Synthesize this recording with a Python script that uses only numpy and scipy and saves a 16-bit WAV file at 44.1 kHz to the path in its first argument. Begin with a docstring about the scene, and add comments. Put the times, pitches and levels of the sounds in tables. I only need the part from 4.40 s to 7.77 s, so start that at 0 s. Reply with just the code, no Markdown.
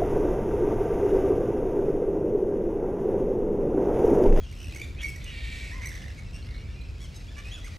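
"""High in tall trees, a colony of fruit bats squabbles. Near animals rattle, chuck, squeal and give one
long harsh screech, each call a buzz of vocal folds and breath shaped by the throat and mouth. The rest of
the colony chatters far off. Trunks and leaves scatter the near calls over a low rumble of distant traffic
and wind, and a faint drone swells once."""
import sys
import numpy as np
from scipy import signal
from scipy.fft import rfft, irfft, next_fast_len
from scipy.io import wavfile

SR = 44100
rng = np.random.default_rng(int(sys.argv[2]) if len(sys.argv) > 2 else 0)


def wav_out(sig):
    """Save sig, one row per channel (or a flat mono array), as 16-bit PCM at SR to the path in sys.argv[1]."""
    wavfile.write(sys.argv[1], SR, np.round(np.clip(np.atleast_2d(sig).T, -1, 1) * 32767).astype(np.int16))


N = 148617
TOP_HZ, TREBLE_KNEE_HZ = 15700, 4380

# The screech's swell: time_s, level_db
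SCREECH_LEVEL = [(.8, -51), (.87, -51.5), (.95, -45), (1.14, -43), (1.23, -43), (1.29, -45.5), (1.34, -58)]
# Its sinking pitch line, before the break lowers it: time_s, pitch_hz
SCREECH_GLIDE = [(.8, 518.3), (.96, 464.6), (1.06, 458), (1.2, 467.2), (1.34, 430.7)]
# Its colour at the onset: freq_hz, gain_db
MOUTH_NARROW = [(1300, -29), (1850, -0.5), (2330, 3), (2750, -3.5), (3700, -3), (4550, -9.5), (5800, -26),
                (7300, -20), (15000, -41)]
# Its colour with the mouth wide open: freq_hz, gain_db
MOUTH_WIDE = [(1300, -23), (1900, 1.5), (2330, 9), (3000, -10.5), (3850, -3.5), (5200, -13), (8000, -12),
              (9700, -26), (11300, -22), (15000, -40)]
OPEN_FROM_S, OPEN_TO_S, BREAK_RATIO = 0.99, 1.27, 0.838
WAVER, WAVER_HZ, RASP, RASP_HZ = 0.0117, 24, 0.25, 131

def screech():
    """A long rasping call; as the mouth opens it crossfades to a brighter voice at a lower pitch."""
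    t = np.arange(N) / SR
    on = (t > SCREECH_LEVEL[0][0]) & (t < SCREECH_LEVEL[-1][0])
    hz = (curve(SCREECH_GLIDE) * (1 + WAVER * wander(N, WAVER_HZ)))[on]
    narrow, wide = (colour(folds(pitch, jitter=0.012, hiss=0.98, slope=0), mouth)
                    for pitch, mouth in ((hz, MOUTH_NARROW), (hz * BREAK_RATIO, MOUTH_WIDE)))
    opening = curve([(OPEN_FROM_S, 0), (OPEN_TO_S, 1)])[on]
    call = np.zeros(N)
    call[on] = np.sqrt(1 - opening) * narrow + np.sqrt(opening) * wide
    rasp = unit(np.exp(RASP * np.tanh(wander(N, RASP_HZ))))
    return call * amp(curve(SCREECH_LEVEL)) * rasp


# Squeals, mostly from near bats; the faint, long rows at 2.053 s and 2.345 s are a more distant bat: start_s,
# length_s, first_hz, middle_hz, last_hz, level_db, treble_db, roughness
SQUEAL_CUES = [(0.005, 0.062, 3320, 3250, 2970, -55, -3, 0.4),
               (0.415, 0.038, 3420, 3560, 3460, -47, -1, 0.5),
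               (0.569, 0.032, 2400, 2510, 2700, -47.5, -22, 0.6),
               (0.588, 0.049, 3060, 3385, 3670, -43.5, -12, 1.23),
               (0.615, 0.038, 1870, 1860, 1950, -47, 13.5, 0.24),
               (0.853, 0.075, 2706, 2880, 2770, -45, -8, 0.99),
               (1.303, 0.13, 860, 1055, 908, -48, -8, 0.08),
               (1.31, 0.042, 1760, 1883, 2010, -42.5, 0.5, 0.34),
               (1.41, 0.05, 1894, 2154, 2300, -40, -1, 1.1),
               (1.772, 0.046, 2326, 2250, 2300, -50, 3.5, .65),
               (1.927, 0.053, 2684, 2755, 2735, -48.5, 3, 0.48),
               (2.053, 0.28, 2055, 2240, 2296, -56.5, -13, 0.7),
               (2.345, 0.13, 2400, 2446, 2440, -55, -24, 0.28),
               (2.597, 0.069, 1037, 1127, 920, -50, 18, 0.17),
               (2.744, 0.0376, 1240, 1300, 1194, -50.5, 25, 0.26),
               (2.879, 0.029, 3280, 3410, 3370, -54, -12, 0.1),
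               (2.964, 0.05, 564, 588.4, 580, -45, 3, 0.52), (3.036, 0.067, 2520, 2547, 2730, -49, 2, 0.5),
               (3.113, 0.053, 3040, 3447, 3194, -41.5, -6, 0.31),
               (3.167, 0.034, 1583, 1420, 1070, -52.5, 5, 0.14),
               (3.244, 0.027, 1924, 2180, 2270, -47.5, 9, 0.64),
               (3.267, 0.019, 1680, 1345, 1130, -47, 6, 0.3)]
QUAVER, QUAVER_HZ, SQUEAL_TOP_HZ = 0.61, 157, 12500

def squeal(start, length, first_hz, middle_hz, last_hz, db, treble_db, rough):
    """A quavering call whose pitch bends along an arc; its top overtones are soft."""
    u = np.linspace(0, 1, int(length * SR))
    hz = np.polyval(np.polyfit([0, .5, 1], [first_hz, middle_hz, last_hz], 2), u)
    quaver = unit(np.exp(QUAVER * np.tanh(wander(len(u), QUAVER_HZ))))
    tone = voice(hz, treble_db, rough, slope=0.58)
    softened = signal.lfilter(*signal.butter(3, SQUEAL_TOP_HZ, fs=SR), tone)
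    return start, amp(db) * quaver * arch(u) ** 0.57 * softened


# Sharp single accents: start_s, length_s, pitch_hz, level_db, treble_db
CHUCK_CUES = [(0.358, 0.015, 2200, -39, -3), (0.395, 0.013, 2256, -39, -3),
              (0.414, 0.01, 2345, -32.5, -7.5), (.627, 0.017, 2240, -35.5, -20),
              (.641, 0.015, 2245, -27.5, -36), (0.654, 0.017, 2222, -30, -49),
              (0.757, 0.015, 1950, -43.5, 3), (0.84, 0.0092, 2110, -45, 19), (1.454, 0.016, 1979, -36, 2.5),
              (1.469, 0.0087, 2044, -33.5, 1), (1.485, 0.017, 1825, -47.5, 27),
              (1.548, 0.018, 1972, -44, 0), (2.408, 0.02, 4030, -51.5, -16.5),
              (3.243, 0.0092, 2013, -42.5, 1)]

def chuck(start, length, hz, db, treble_db):
    """One forceful burst of voice."""
    return start, burst(length, hz, db, treble_db, rough=0.35)


# Near rattles: start_s, length_s, pulses_per_s, pitch_hz, level_db, treble_db
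RATTLE_CUES = [(0.112, .088, 79, 2570, -53.5, 3), (0.201, .135, 74.5, 2814, -46.5, -1),
               (0.346, .046, 81, 1940, -45, 8.5), (0.615, .085, 132, 2204, -45, 5.5),
               (1.479, .1, 84, 1898, -44.5, -6.5), (1.617, .09, 48, 1793, -45, -8),
               (2.024, .085, 48, 4780, -49.5, -20), (2.144, .045, 60, 4110, -49, -20)]
PULSE_S, PULSE_SLIP_S = 0.0081, 0.00041

def rattle(start, length, rate, hz, db, treble_db):
    """A quick run of bursts, each a little different in timing, pitch, strength and colour."""
    run = np.zeros(int((length + 2 * PULSE_S) * SR))
    variations = noise(400).reshape(-1, 4)
    for s, (slip, pitch, force, bright) in zip(np.arange(0, length, 1 / rate), variations):
        pulse = burst(PULSE_S, hz * (1 + .08 * pitch), db + 2 * force, treble_db + 2.5 * bright, rough=.6)
        add(run, s + PULSE_SLIP_S * slip, pulse)
    return start, run


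def burst(length, hz, db, treble_db, rough):
    """A few milliseconds of voice with a quick attack."""
    u = np.linspace(0, 1, int(length * SR))
    return amp(db) * arch(u, skew=0.76) ** 2 * voice(np.full(len(u), hz), treble_db, rough)


# Formants of a bat's throat: freq_hz, gain_db
THROAT_EQ = [(500, -37), (1050, -6), (1500, -2.5), (2150, 2.5), (3100, -3.5), (4300, -15.5), (6100, -4),
             (7300, -15.5), (8400, -9), (9700, -18), (11300, -15), (15500, -27)]

def voice(hz, treble_db, rough, slope=0):
    """The folds heard through the throat; in low calls the treble starts above the second harmonic."""
    buzz = folds(hz, jitter=0.0685 * rough, hiss=0.4 * rough, slope=slope)
    return colour(buzz, THROAT_EQ, treble_db, knee_hz=min(TREBLE_KNEE_HZ, 2 * hz.mean()))


def folds(hz, jitter, hiss, slope):
    """Vocal folds: harmonics on an unsteady pitch, plus breath noise; slope darkens both."""
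    unsteady_hz = hz * (1 + jitter * wander(len(hz), hz=663))
    phase = 2 * np.pi * np.cumsum(unsteady_hz) / SR
    span = TOP_HZ / hz.mean()
    harmonics = sum(np.cos(k * phase) / k ** slope for k in range(1, int(span) + 1))
    breath = colour(noise(len(hz)), [(hz.mean(), 0), (TOP_HZ, -20 * slope * np.log10(span))])
    return unit(harmonics) + hiss * breath


# Stereo placement of the near bats: freq_hz, left_lead_rad, left_minus_right_db
NEAR_IMAGE = [(1010, 0.32, -1), (1610, 1.76, -11), (2300, 0.54, -1.5), (3660, 0.31, 0)]

def microphones(x):
    """Direct sound differs in phase and level between the two microphones, most in the midrange."""
    size, image = next_fast_len(N), np.array(NEAR_IMAGE)
    hz = np.fft.rfftfreq(size, 1 / SR)
    side = np.array([[.5], [-.5]])
    lead_rad, balance_db = at_hz(image[:, :2], hz), at_hz(image[:, ::2], hz)
    return irfft(rfft(x, size) * np.exp(1j * side * lead_rad) * amp(side * balance_db), size)[:, :N]


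# Reverb decay among the trees: freq_hz, t60_s
TREE_DECAY = [(500, 0.96), (2200, 0.63), (6000, 0.6)]
ECHO_ATTACK_S = 0.0043

def trees(x):
    """Echoes from trunks and leaves; the treble dies first."""
    hz, t, spectrum = signal.stft(spread(rng.standard_normal((2, SR))), SR, nperseg=256)
    decay = amp(-60 * t / at_hz(TREE_DECAY, hz)[:, None])
    attack = np.minimum(t / ECHO_ATTACK_S, 1)
    tail = signal.istft(spectrum * decay * attack, SR)[1]
    return signal.fftconvolve(x[None], tail / np.linalg.norm(tail[0]), axes=1)[:, :N]


# Tone of the far chatter: freq_hz, gain_db
CHATTER_EQ = [(600, 6), (1100, -3), (2400, 0), (4100, 0), (6500, -7), (9500, -16.5), (15500, -25)]
# Its surges and lulls: time_s, level_db
CHATTER_LEVEL = [(0, -56), (.35, -51), (.55, -56.5), (1.6, -50.5), (1.9, -56), (2.6, -55.5), (3.1, -51.5)]
FAR_CALLS_PER_S, FAR_WASH = 70, 1.31

def colony():
    """Many far calls, two squeals to each rattle, melt into a wash of noise."""
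    calls, count = np.zeros((2, N)), int(FAR_CALLS_PER_S * N / SR)
    for k, (when, size, pitch, style) in enumerate(rng.random((count, 4))):
        start, length = (k + when) / FAR_CALLS_PER_S, 0.0199 + .07 * size
        hz, db = 1700 + 1200 * pitch, 0.5 * rng.standard_normal()
        if k % 3:
            call = squeal(start, length, hz, hz * (.95 + .1 * style), hz, db, treble_db=0, rough=0.735)
        else:
            call = rattle(start, length, 60 + 50 * style, hz, db, treble_db=0)
        add(calls[k % 2], *call)
    flattened = colour(calls, [(hz, -db) for hz, db in THROAT_EQ[1:]])  # evens out the formants
    wash = spread(flattened + FAR_WASH * rng.standard_normal((2, N)))
    return colour(wash, CHATTER_EQ) * amp(curve(CHATTER_LEVEL))


# Bass-heavy bed of traffic and wind: freq_hz, gain_db
RUMBLE_EQ = [(18, -56), (31, -10), (44, 0), (68, -0.5), (100, -7.5), (210, -21.5), (500, -32.5),
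             (800, -41.5), (1400, -39.5), (16000, -79)]
# Its slow swell: time_s, level_db
RUMBLE_SWELL = [(0, -37.5), (.4, -36), (2.35, -36.5), (2.6, -38), (3.37, -39)]

def rumble():
    """Distant traffic and wind, swelling gently."""
    return colour(spread(rng.standard_normal((2, N))), RUMBLE_EQ) * amp(curve(RUMBLE_SWELL))


# Dark tone of the drone: freq_hz, gain_db
DRONE_EQ = [(180, -4), (260, -15), (320, 1), (490, -12), (1800, -84)]
DRONE_START_S, DRONE_LENGTH_S, DRONE_DB = 0.17, 0.62, -49

def drone():
    """A faint, far drone of low noise swells and fades once."""
    swell = arch((np.arange(N) / SR - DRONE_START_S) / DRONE_LENGTH_S)
    return amp(DRONE_DB) * swell * colour(spread(rng.standard_normal((2, N))), DRONE_EQ)


# Stereo width of echoes and background: freq_hz, coherence (0 wide, 1 mono)
AMBIENCE_IMAGE = [(30, 1), (270, 0.88), (500, 0.74), (1200, 0.014), (2300, 0.79), (5000, 0.96)]

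def spread(pair):
    """Makes two unrelated signals as alike as the microphones hear them."""
    a, b = rfft(pair)
    coherence = np.clip(at_hz(AMBIENCE_IMAGE, np.fft.rfftfreq(pair.shape[1], 1 / SR)), -1, 1)
    mid, side = a * np.sqrt((1 + coherence) / 2), b * np.sqrt((1 - coherence) / 2)
    return irfft(np.array([mid + side, mid - side]), pair.shape[1])


def colour(x, eq, treble_db=0, knee_hz=TREBLE_KNEE_HZ):
    """Applies an EQ curve and a treble shelf above a knee; rms 1."""
    n = x.shape[-1]
    size = next_fast_len(n)
    hz = np.fft.rfftfreq(size, 1 / SR)
    shelf = at_hz([(knee_hz, 0), (knee_hz * 1.2, 1)], hz)
    gain = amp(at_hz(eq, hz) + treble_db * shelf)
    return unit(irfft(rfft(x, size) * gain, size)[..., :n])


def arch(u, skew=1):
    """Swells and fades as u runs from 0 to 1; a small skew gives a quick attack."""
    return abs(np.sin(np.pi * np.clip(u, 0, 1) ** skew))


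def wander(n, hz):
    """Smooth random motion up to a rate; rms 1."""
    return unit(signal.lfilter(*signal.butter(2, hz, fs=SR), noise(n + SR // 20))[-n:])


def noise(n):
    """Fresh white noise."""
    return np.random.default_rng(rng.integers(2 ** 31)).standard_normal(n)


def amp(db):
    """Decibels to gain."""
    return 10 ** (np.asarray(db) / 20)


def unit(x):
    """Scales to rms 1."""
    return x / np.sqrt(np.mean(x ** 2) + 1e-20)


def at_hz(points, hz):
    """Reads a curve on a log-frequency axis."""
    f, value = np.transpose(points)
    return np.interp(np.log(hz + 1), np.log(f + 1), value)


def curve(points):
    """Reads an automation curve at every sample."""
    return np.interp(np.arange(N) / SR, *np.transpose(points))


def add(mix, start_s, sound):
    """Mixes a sound in at its cue."""
    part = mix[max(round(start_s * SR), 0):][:len(sound)]
    part += sound[:len(part)]


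CALLS_SEND_DB, SCREECH_SEND_DB = -4.5, -5

def scene():
    """Near bats and their echoes over the far colony, the rumble and the drone."""
    short_calls, long_call = np.zeros(N), screech()
    for call, cues in ((rattle, RATTLE_CUES), (chuck, CHUCK_CUES), (squeal, SQUEAL_CUES)):
        for cue in cues:
            add(short_calls, *call(*cue))
    echoes = trees(amp(CALLS_SEND_DB) * short_calls + amp(SCREECH_SEND_DB) * long_call)
    return microphones(short_calls + long_call) + echoes + colony() + rumble() + drone()


def record(dry):
    """The recorder's band limit: a steep low-pass."""
    lowpass = signal.firwin(511, TOP_HZ, window=("kaiser", 9), fs=SR)
    return signal.oaconvolve(dry, lowpass[None], "same")


dry = scene()
out = record(dry)
wav_out(out)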